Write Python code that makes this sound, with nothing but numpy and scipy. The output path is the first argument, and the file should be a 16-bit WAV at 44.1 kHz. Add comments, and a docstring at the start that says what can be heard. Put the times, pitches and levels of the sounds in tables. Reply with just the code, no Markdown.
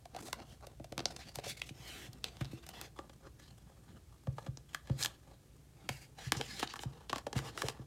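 """Card and paper slide and catch as hands unpack a small box over a desk, close by in a small room.
Stick-slip friction excites a sleeve, inserts and a tray, each heard through its own resonances.
Impacts of edges and fingernails make taps; soft pushes drive the low modes of the held box and
the standing waves of the room. A faint hum and the noise of the room's air lie underneath."""
import sys
import numpy as np
from scipy import signal
from scipy.fft import rfft, irfft, next_fast_len
from scipy.io import wavfile
from scipy.ndimage import uniform_filter1d, map_coordinates

SR = 44100
rng = np.random.default_rng(int(sys.argv[2]) if len(sys.argv) > 2 else 0)


def store_wav(level_fs):
    """Save 16-bit WAV to argv[1]."""
    pcm = np.round(np.clip(np.atleast_2d(level_fs), -1, 1) * 32767)
    wavfile.write(sys.argv[1], SR, pcm.T.astype(np.int16))


N = 346626


def amp(db):
    """Amplitude ratio of a level in decibels."""
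    return 10 ** (np.asarray(db) / 20)


def unit(x):
    """Normalisation to an rms of 1."""
    return x / np.sqrt(np.mean(x ** 2) + 1e-20)


def along(points, hz):
    """Interpolation of (f/Hz, value) points on a logarithmic frequency axis."""
    f, values = np.transpose(points)
    return np.interp(np.log(hz + 1), np.log(f + 1), values)


def wobble(per_s, size=N):
    """Smooth random modulation: a spline through per_s Gaussian knots a second."""
    knots = rng.standard_normal(int(size * per_s / SR) + 4)
    return map_coordinates(knots, [np.arange(size) * per_s / SR], order=2)


def filtered(x, response):
    """Linear filtering: the spectrum of x times a frequency response."""
    padded = next_fast_len(len(x) + 4096, True)
    return irfft(rfft(x, padded) * response(np.fft.rfftfreq(padded, 1 / SR)), padded)[:len(x)]


def minimum_phase(gain):
    """Causality: folding the cepstrum gives the minimum-phase response with this gain."""
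    cepstrum = irfft(np.log(np.maximum(gain, 1e-5)))
    half = len(cepstrum) // 2
    cepstrum[1:half] *= 2
    cepstrum[half + 1:] = 0
    return np.exp(rfft(cepstrum))


def band(hz, lo_hz, hi_hz, order=4):
    """Band-pass gain with soft edges."""
    return 1 / np.sqrt((1 + (lo_hz / (hz + 1)) ** (2 * order)) * (1 + (hz / hi_hz) ** (2 * order)))


def bending(hz, cycles, corner_hz):
    """Dispersion: low bending waves travel more slowly in card, so they arrive later."""
    return np.exp(-2j * np.pi * cycles * np.log(1 + hz / corner_hz))


def add(track, at_s, sound):
    """Superposition of a sound on the track, starting at at_s."""
    start = max(round(at_s * SR), 0)
    track[start:start + len(sound)] += sound[:max(len(track) - start, 0)]


# spectrum of the room's air: (f/Hz, relative level/dB)
AIR_SPECTRUM = [(22, -22), (58, 0.5), (90, -3.5), (150, -6), (220, -17.5), (340, -17), (500, -22),
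                (800, -29.5), (1800, -32.5), (8500, -34.5), (14000, -40), (16000, -45)]

def room_air():
    """Stationary random noise, strongest in the bass."""
    return amp(-61.5) * unit(filtered(rng.standard_normal(N), lambda hz: amp(along(AIR_SPECTRUM, hz))))


# tones of the hum: (f/Hz, relative level/dB)
HUM_TONES = [(59.2, -62.5), (118.4, -65), (145.3, -66.5)]

def hum():
    """Slow amplitude and phase modulation makes three low tones slightly unsteady."""
    out, t = np.zeros(N), np.arange(N) / SR
    for hz, db in HUM_TONES:
        out += amp(db + 0.46 * wobble(2.28)) * np.sin(2 * np.pi * hz * t + 0.59 * wobble(3.245))
    return amp(-0.5) * out


# reverberation time of the room: (f/Hz, T60/s)
ROOM_DECAY = [(200, 0.36), (2000, 0.21), (6000, 0.14), (14000, 0.16)]

def in_room(x, wet_db):
    """Reverberation: direct sound, a ceiling echo and a diffuse tail whose treble dies first."""
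    hz, t, spectra = signal.stft(rng.standard_normal(SR // 3), SR, nperseg=256)
    tail = signal.istft(spectra * amp(-60 * t / along(ROOM_DECAY, hz)[:, None]), SR, nperseg=256)[1]
    tail *= 1 - np.exp(-(np.arange(len(tail)) / SR / 0.0031) ** 2)
    response = np.r_[1, amp(wet_db) * tail / np.linalg.norm(tail)]
    response[round(0.0087 * SR)] += amp(wet_db - 6.5)  # ceiling echo
    return signal.fftconvolve(x, response)


# low modes of the held box: (f/Hz, bandwidth/Hz, relative level/dB)
BOX_MODES = [(63.5, 17, -6.5), (130.4, 31, -1), (240, 17, -8), (314, 34, -10.5), (544, 89, -21)]
# standing waves between desk and walls: (f/Hz, relative level/dB, T60/s)
ROOM_MODES = [(116.9, -5, 0.63), (138.2, 4.5, 0.29), (161, -9, 0.66), (229.8, -2.5, 0.52), (336, 8.5, 0.45)]
# soft pushes on the box: (t/s, relative peak level/dB, hardness as gain above 320 Hz/dB)
PUSHES = [(0.804, -43.5, -1), (0.921, -43, 6), (0.98, -41, 1), (1.056, -52, -3), (1.372, -43.5, -14),
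          (1.464, -45, -18), (1.709, -43.5, -2.5), (1.797, -50, -7), (2.083, -45, -17), (2.411, -31, -11.5),
          (2.534, -38.5, 4.5), (4.277, -28, -21.5), (4.482, -33, -17), (4.902, -25, -13.5),
          (5.899, -38, -21), (6.264, -34, -36), (6.324, -36, 10), (6.366, -34.5, -14), (6.63, -43.5, 11),
          (6.856, -32.5, -13), (7.125, -46, -3), (7.359, -28, -6.5), (7.64, -36, -24), (7.796, -41.5, -3.5)]

def box_thumps(size=16384):
    """Modal response: a push on the box disperses into a falling swoop and excites standing waves."""
    out, t, hz = np.zeros(N), np.arange(size) / SR, np.fft.rfftfreq(size, 1 / SR)
    body = np.sqrt(sum((amp(db) / np.hypot(1, (hz ** 2 - f ** 2) / (width * (hz + 1)))) ** 2
                       for f, width, db in BOX_MODES))
    boom = sum(amp(db - 60 * t / t60) * np.sin(2 * np.pi * f * t) for f, db, t60 in ROOM_MODES)
    boom *= 1 - np.exp(-t / 0.008)
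    boom /= np.abs(rfft(boom)).max()
    shelf = np.clip(np.log2((hz + 1) / 160), 0, 1)
    for at_s, db, hardness_db in PUSHES:
        contact = amp(hardness_db * shelf) * band(hz, lo_hz=59, hi_hz=510, order=3)
        push = irfft(minimum_phase(body * contact) * bending(hz, cycles=1.52, corner_hz=40.6))
        push *= amp(db + 1) / np.abs(push).max()
        add(out, at_s - 0.004, push + amp(7) * signal.fftconvolve(push, boom)[:size])
    return out


# resonances of each piece: (f/Hz, bandwidth/Hz, level above plain card/dB)
SLEEVE = [(555, 62, 3.5), (738, 160, 9.5), (2170, 530, 2), (2700, 390, 2.5), (4030, 1700, 5.5),
          (5100, 310, 2), (6070, 300, 4), (7400, 390, 0)]
INSERTS = [(750, 83, 6.9), (1200, 140, 2.9), (2670, 100, 6), (3557, 640, 3), (8500, 730, 1.8),
           (13700, 2900, 7.7)]
TRAY_FLAP = [(541, 30, 6.8), (805, 160, 5.1), (1190, 115, 7.5), (1690, 130, 7.5), (3290, 520, 8.1),
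             (4120, 320, 5.3), (5000, 270, 5.3), (5900, 170, 5.5), (6700, 330, 5.7), (7620, 210, 6.2),
             (8460, 180, 6.7), (11940, 1100, 4.7)]
BOX_WELL = [(795, 260, 8.7), (2200, 240, 6.3), (2760, 250, 3.6), (3260, 250, 3.9), (4900, 400, 3),
            (13200, 3100, 3.6)]
TRAY = [(457, 73, 4.3), (818, 180, 7.8), (1141, 160, 5.3), (1705, 160, 5.6), (3030, 670, 5.5),
        (4100, 710, 3), (5050, 320, 4.1), (5730, 370, 3.4), (7060, 480, 3.4)]
# the piece in the hands: (starting t/s, resonances)
PIECES = [(0, SLEEVE), (1.75, INSERTS), (2.95, TRAY_FLAP), (5.6, BOX_WELL), (6.1, TRAY)]

def card_resonance(hz, at_s):
    """Resonance: the piece held at time at_s raises the gain around each of its modes."""
    modes = [modes for start, modes in PIECES if start <= at_s][-1]
    return amp(sum(db / (1 + (2 * (hz - f) / width) ** 2) for f, width, db in modes))


# spectrum common to all taps: (f/Hz, relative level/dB)
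TAP_SPECTRUM = [(120, -20), (280, 1.5), (500, -0.5), (2000, -2), (5000, -2.5), (8000, -3.5), (13500, -11.5),
                (16000, -19)]
# edges and nails striking card:
# (t/s, relative level/dB, hardness as tilt/(dB per octave), T60/s, ring f/Hz, ring level/dB)
IMPACTS = [ (0.054, -48.5, 0, 0.012, 650, 17), (0.146, -44, -3.5, 0.014, 643, 9),
           (0.163, -42.5, 0, .012, 635, 14), (0.281, -47, -1.5, .015, 640, 9),
           (0.3282, -35, 0.5, 0.0089, 1090, 12.5), (0.4, -48, -4.5, .014, 679, 5),
           (0.667, -49, 2, 0.017, 540, 21), (0.796, -48, -5, .018, 610, 15),
           (0.841, -48.5, 0.5, 0.026, 534, 18), (0.922, -42.5, -1.5, 0.009, 574, 13),
           (0.9786, -37, -1.5, .004, 600, 10.5), (0.991, -39.5, -4.5, 0.01, 4450, 11),
           (1.002, -41.5, -5, 0.0073, 5300, 9), (1.055, -29, -4, 0.0082, 5370, 21),
           (1.162, -45.5, -2, 0.014, 6320, 9), (1.356, -42, 4.5, 0.0082, 740, 19.5),
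           (1.385, -39, -2.5, 0.031, 510, 12.5), (1.46, -42.5, -6, 0.064, 564, 31),
           (1.615, -36, -0.5, 0.017, 2540, 18.5), (1.69, -48, -1, .015, 2620, 15),
           (2.131, -55.5, 3.5, 0.01, 4560, 15), (2.241, -34.5, -1, 0.0052, 3850, 15.5),
           (2.368, -56, -3, .01, 4200, 8), (2.406, -40.5, -4, 0.057, 2070, 6.5),
           (2.445, -51, -3.5, .008, 4400, 11), (2.452, -51.5, -5.5, 0.011, 4500, 21),
           (2.665, -52.5, -0.5, 0.012, 6200, 3), (2.688, -47, 1, 0.024, 537, 10),
           (2.813, -44, 1.5, 0.0055, 1730, 4), (2.9874, -40.5, -6, 0.017, 1150, 6.5),
           (3.039, -57, -10, 0.017, 740, 7), (3.094, -53, -4.5, 0.015, 1160, -1),
           (4.269, -42.5, -7, 0.017, 510, 8.5), (4.381, -40.5, -5.5, 0.028, 970, 13.5),
           (4.461, -45, -5, 0.042, 520, 4), (4.5716, -49, -6.5, 0.0062, 5900, 26),
           (4.7456, -35, 0.5, 0.0055, 1600, 16.5), (4.871, -56.5, -1.5, 0.015, 1740, 4),
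           (4.895, -40.5, -6.5, 0.025, 550, 7.5), (5.026, -34, 1, 0.0086, 4370, 15),
           (5.034, -34, 2, 0.011, 5300, 13), (5.046, -33, 3, 0.011, 1540, 14),
           (5.058, -33, 0.5, 0.0076, 3300, 9), (5.889, -33, -2, 0.021, 2320, 5.5),
           (6.3199, -26, -0.2, .005, 1850, 7), (6.348, -44, -6, 0.024, 2070, 11),
           (6.365, -42, -1, 0.091, 5960, 12), (6.393, -38.5, -7, 0.056, 560, 9.5),
           (6.411, -35, -3, 0.0071, 3000, 8.5), (6.593, -40, 0, 0.04, 3100, 1),
           (6.627, -31.5, -4.5, 0.02, 1090, 7.5), (6.6725, -45, -2, 0.012, 3950, 19),
           (6.736, -42, 0, 0.015, 1180, 17), (6.755, -44, -0.5, 0.076, 1380, 12),
           (6.791, -44.5, -3.5, 0.0064, 3180, 13.5), (6.833, -42, -1, 0.018, 850, 9.5),
           (7.094, -38.5, -3, 0.035, 3900, 10), (7.128, -30.5, -3, 0.014, 1090, 13.5),
           (7.158, -37.5, -3, 0.016, 966, 4), (7.18, -43, -0.8, 0.025, 1090, 6),
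           (7.265, -35, -3, 0.033, 550, 17.5), (7.328, -40, -4, 0.013, 6270, 8),
           (7.352, -36.5, -8.5, 0.049, 770, -3), (7.388, -40.5, -1, 0.0096, 1540, 9),
           (7.575, -39, -1.5, .01, 1370, 11.5), (7.6181, -33.5, -0.5, 0.013, 1380, 11),
           (7.631, -35.5, -11.5, 0.058, 515, 15), (7.684, -34.5, -1.5, 0.0064, 4500, 4.5)]

def card_taps(size=4096):
    """Impact excitation: micro-impacts ring the struck spot, and harder contacts sound brighter."""
    out, t, hz = np.zeros(N), np.arange(size) / SR, np.fft.rfftfreq(size, 1 / SR)
    octaves = np.log2(np.maximum(hz, 250) / 2000)  # the tilt pivots about 2 kHz
    for at_s, db, tilt_db, t60, ring_hz, ring_db in IMPACTS:
        spot_db = ring_db / (1 + (np.log2((hz + 1) / ring_hz) / 0.63) ** 2)  # half-width 0.63 octave
        colour = amp(along(TAP_SPECTRUM, hz) + tilt_db * octaves + spot_db) * card_resonance(hz, at_s)
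        rise_s = 0.00083 + 0.022 * t60 + 0.000099 * max(-tilt_db, 0)  # slower if long or soft
        chatter_db = 4 * wobble(per_s=888, size=size)
        envelope = amp(chatter_db - 60 * t / t60) * (1 - np.exp(-(t / rise_s) ** 2))
        force = rfft(rng.standard_normal(size) * envelope)
        # dividing out the force's broad spectral shape lets the card set the colour
        broad = np.sqrt(np.abs(uniform_filter1d(np.abs(force) ** 2, size=70)))
        tap = irfft(force * minimum_phase(colour / broad) * bending(hz, cycles=1.33, corner_hz=117.8))
        tap *= amp(db - 1.1) * np.sqrt(0.01 * SR) / np.linalg.norm(tap)  # energy as rms over 10 ms
        add(out, at_s, in_room(tap, wet_db=-15))
    return out


def friction_noise(lo_hz, hi_hz, db_per_octave, drift_db):
    """Friction noise through each piece in turn; its colour drifts as the contact point moves."""
    spectra = signal.stft(rng.standard_normal(N), nperseg=512)[2]
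    drift = uniform_filter1d(rng.standard_normal(spectra.shape), 5, axis=0)  # smooth in frequency
    drift = uniform_filter1d(drift, 12, axis=1)  # and in time
    noise = signal.istft(spectra * amp(drift_db * unit(drift)), nperseg=512)[1][:N]
    slope = lambda hz: band(hz, lo_hz, hi_hz) * amp(db_per_octave * np.log2(np.maximum(hz / lo_hz, 1)))
    parts = np.split(noise, [round(start * SR) for start, _ in PIECES[1:]])
    return np.concatenate([unit(filtered(part, lambda hz: slope(hz) * card_resonance(hz, start)))
                           for part, (start, _) in zip(parts, PIECES)])


# strokes that pull off the sleeve, lay the inserts aside, prise the tray out and slide it home:
# (t/s, duration/s, relative level/dB, swell/dB, body offset/dB, hiss offset/dB, grain depth/dB)
STROKES = [ (0.135, 0.053, -63, 9, 12, -6, 3.1), (0.2, 0.11, -60.5, 2, 4.5, 4.5, 4.6),
           (0.334, 0.089, -63, 13.5, 7.5, -14, 5.2), (0.45, 0.09, -66, 10, -0.5, -4.5, 2),
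           (0.63, 0.12, -73.5, -11.5, 11, -13, 5), (0.982, 0.06, -58.5, 4, 6.5, -9, 8.9),
           (1.06, 0.16, -62.5, -4, 4, -4, 4.8), (1.207, 0.018, -51, 3.5, -6.5, -14, 2.7),
           (1.265, 0.021, -48.5, 4, -5.5, -8, 3.6), (1.31, 0.082, -61, 4, -5.5, -5, 4.3),
           (1.444, 0.023, -45.5, -1, -5, -7, 2.7), (1.482, 0.026, -43.5, 3.5, -12.5, -1, 2),
           (1.53, .17, -61, 3.5, -7, -1, 3.7), (1.75, 0.11, -60, 12, -4.5, -7, 0.81),
           (1.877, .19, -51.5, -4.5, -7.5, -7, 0.4), (2.08, 0.095, -69, 9, 5.5, -7, 4.5),
           (2.249, 0.036, -52, -1, -4, -20, 0.92), (2.32, 0.27, -65.5, 3, 0.5, -11, 1.8),
           (2.52, 0.018, -67, 2, 4, 0, 4), (2.63, 0.083, -61, 2.5, -2, -10.5, 2.6),
           (2.74, 0.12, -55.5, 0, 2.5, -10, 0.98), (2.975, 0.096, -72, -8, 6.5, -4, 4.6),
           (3.225, 0.044, -71.5, 11, 15.5, -10, 2.5), (3.395, 0.13, -67.5, -9, -4, -7, 3.3),
           (3.66, 0.12, -79, 0, 11, -9, 5.1), (3.88, 0.11, -73, -5, 8.5, -10, 4.7),
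           (4.37, 0.082, -66, 3, 2, -2, 3.7), (4.711, 0.097, -64, -13, 0, -6, 4.5),
           (4.86, 0.15, -65, 2, 0, -14, 2.5), (4.981, 0.023, -52, 11, -8, -1, 2),
           (5.01, 0.039, -42, -2, -9, -2, 2.2), (5.07, 0.083, -64.5, -3, 2, -6, 2),
           (5.23, 0.11, -73.5, 7, 3.5, -8, 2.1), (5.77, 0.093, -70.5, 7, 4, -10, 1.6),
           (5.901, .15, -58.5, -6.5, -8, -3, 1.1), (6.188, 0.096, -51.5, 2.5, -7, -9.5, 0.79),
           (6.34, 0.27, -51, 6, -11, -7.5, 1.5), (6.596, 0.037, -46.5, 11, -9, -8, 2.2),
           (6.668, 0.051, -50.5, 12, -13.5, -17, 4.2), (6.813, 0.011, -52, 0, -4, 0.5, 2.3),
           (6.85, 0.2, -69.5, 1, 8, -9, 2.8), (7.099, 0.095, -57, 9, -4, -13, 5),
           (7.366, 0.017, -43.5, 4, -1.5, -4, 3.4), (7.4, 0.088, -55.5, 9, 6, -4.5, 1),
           (7.51, .06, -63, 10, 3, -7, 1.3), (7.584, 0.033, -46, 0, -4.5, -3.5, 1.6),
           (7.63, 0.065, -53, 5, 3, -3, 3.4), (7.71, 0.12, -68, 0.5, 10, -9, 3.1)]
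ATTACK_DB_PER_S, RELEASE_DB_PER_S = 897, 604

def stroke_levels():
    """Incoherent sources add in power: body, scrape and hiss levels and power-weighted grain, in dB."""
    t = np.arange(N) / SR
    scrape = amp(-85 - wobble(7.3)) ** 2  # fingers shift faintly on the box between strokes
    body, hiss, grain = scrape * amp(9) ** 2, scrape * amp(5) ** 2, scrape * 5.5
    for start, length, db, swell_db, body_db, hiss_db, grain_db in STROKES:
        near = slice(*np.searchsorted(t, [start - 0.1, start + length + 0.15]))
        age = t[near] - start
        edges_db = ATTACK_DB_PER_S * np.minimum(age, 0) + RELEASE_DB_PER_S * np.minimum(length - age, 0)
        power = amp(db + swell_db * (np.clip(age / length, 0, 1) - 0.5) + edges_db) ** 2
        scrape[near] += power
        body[near] += power * amp(body_db) ** 2
        hiss[near] += power * amp(hiss_db) ** 2
        grain[near] += power * grain_db
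    return *(10 * np.log10([body, scrape, hiss])), grain / scrape


def sliding_card():
    """Stick-slip friction: fibres catch and let go, modulating body, scrape and hiss together."""
    body_db, scrape_db, hiss_db, grain_db = stroke_levels()
    slips = amp(grain_db * (0.43 * wobble(700) + 1.11 * wobble(110)))
    slips /= np.exp((grain_db * np.log(10) / 20) ** 2)  # offsets the power that deep grain adds
    body = amp(body_db - 2.34) * friction_noise(340, 1650, db_per_octave=-4, drift_db=3)
    scrape = amp(scrape_db - 1.6) * friction_noise(1680, 6150, db_per_octave=-2, drift_db=3.5)
    hiss = amp(hiss_db - 3.3) * friction_noise(7030, 15100, db_per_octave=-12, drift_db=-0.5)
    box_shake = amp(0.6 * body_db - 27) * friction_noise(86.5, 307, db_per_octave=1, drift_db=5.5)
    return in_room(slips * (body + scrape + hiss) + box_shake, wet_db=-16)[:N]


def scene():
    """Superposition of the handling sounds and the quiet room, in one channel."""
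    return (sliding_card() + card_taps() + box_thumps() + room_air() + hum())[None]


def record(dry):
    """Band limiting: the phone's microphone cuts off steeply in the top treble."""
    return filtered(dry[0], lambda hz: band(hz, lo_hz=1, hi_hz=15900, order=60))[None]


dry = scene()
out = record(dry)
store_wav(out)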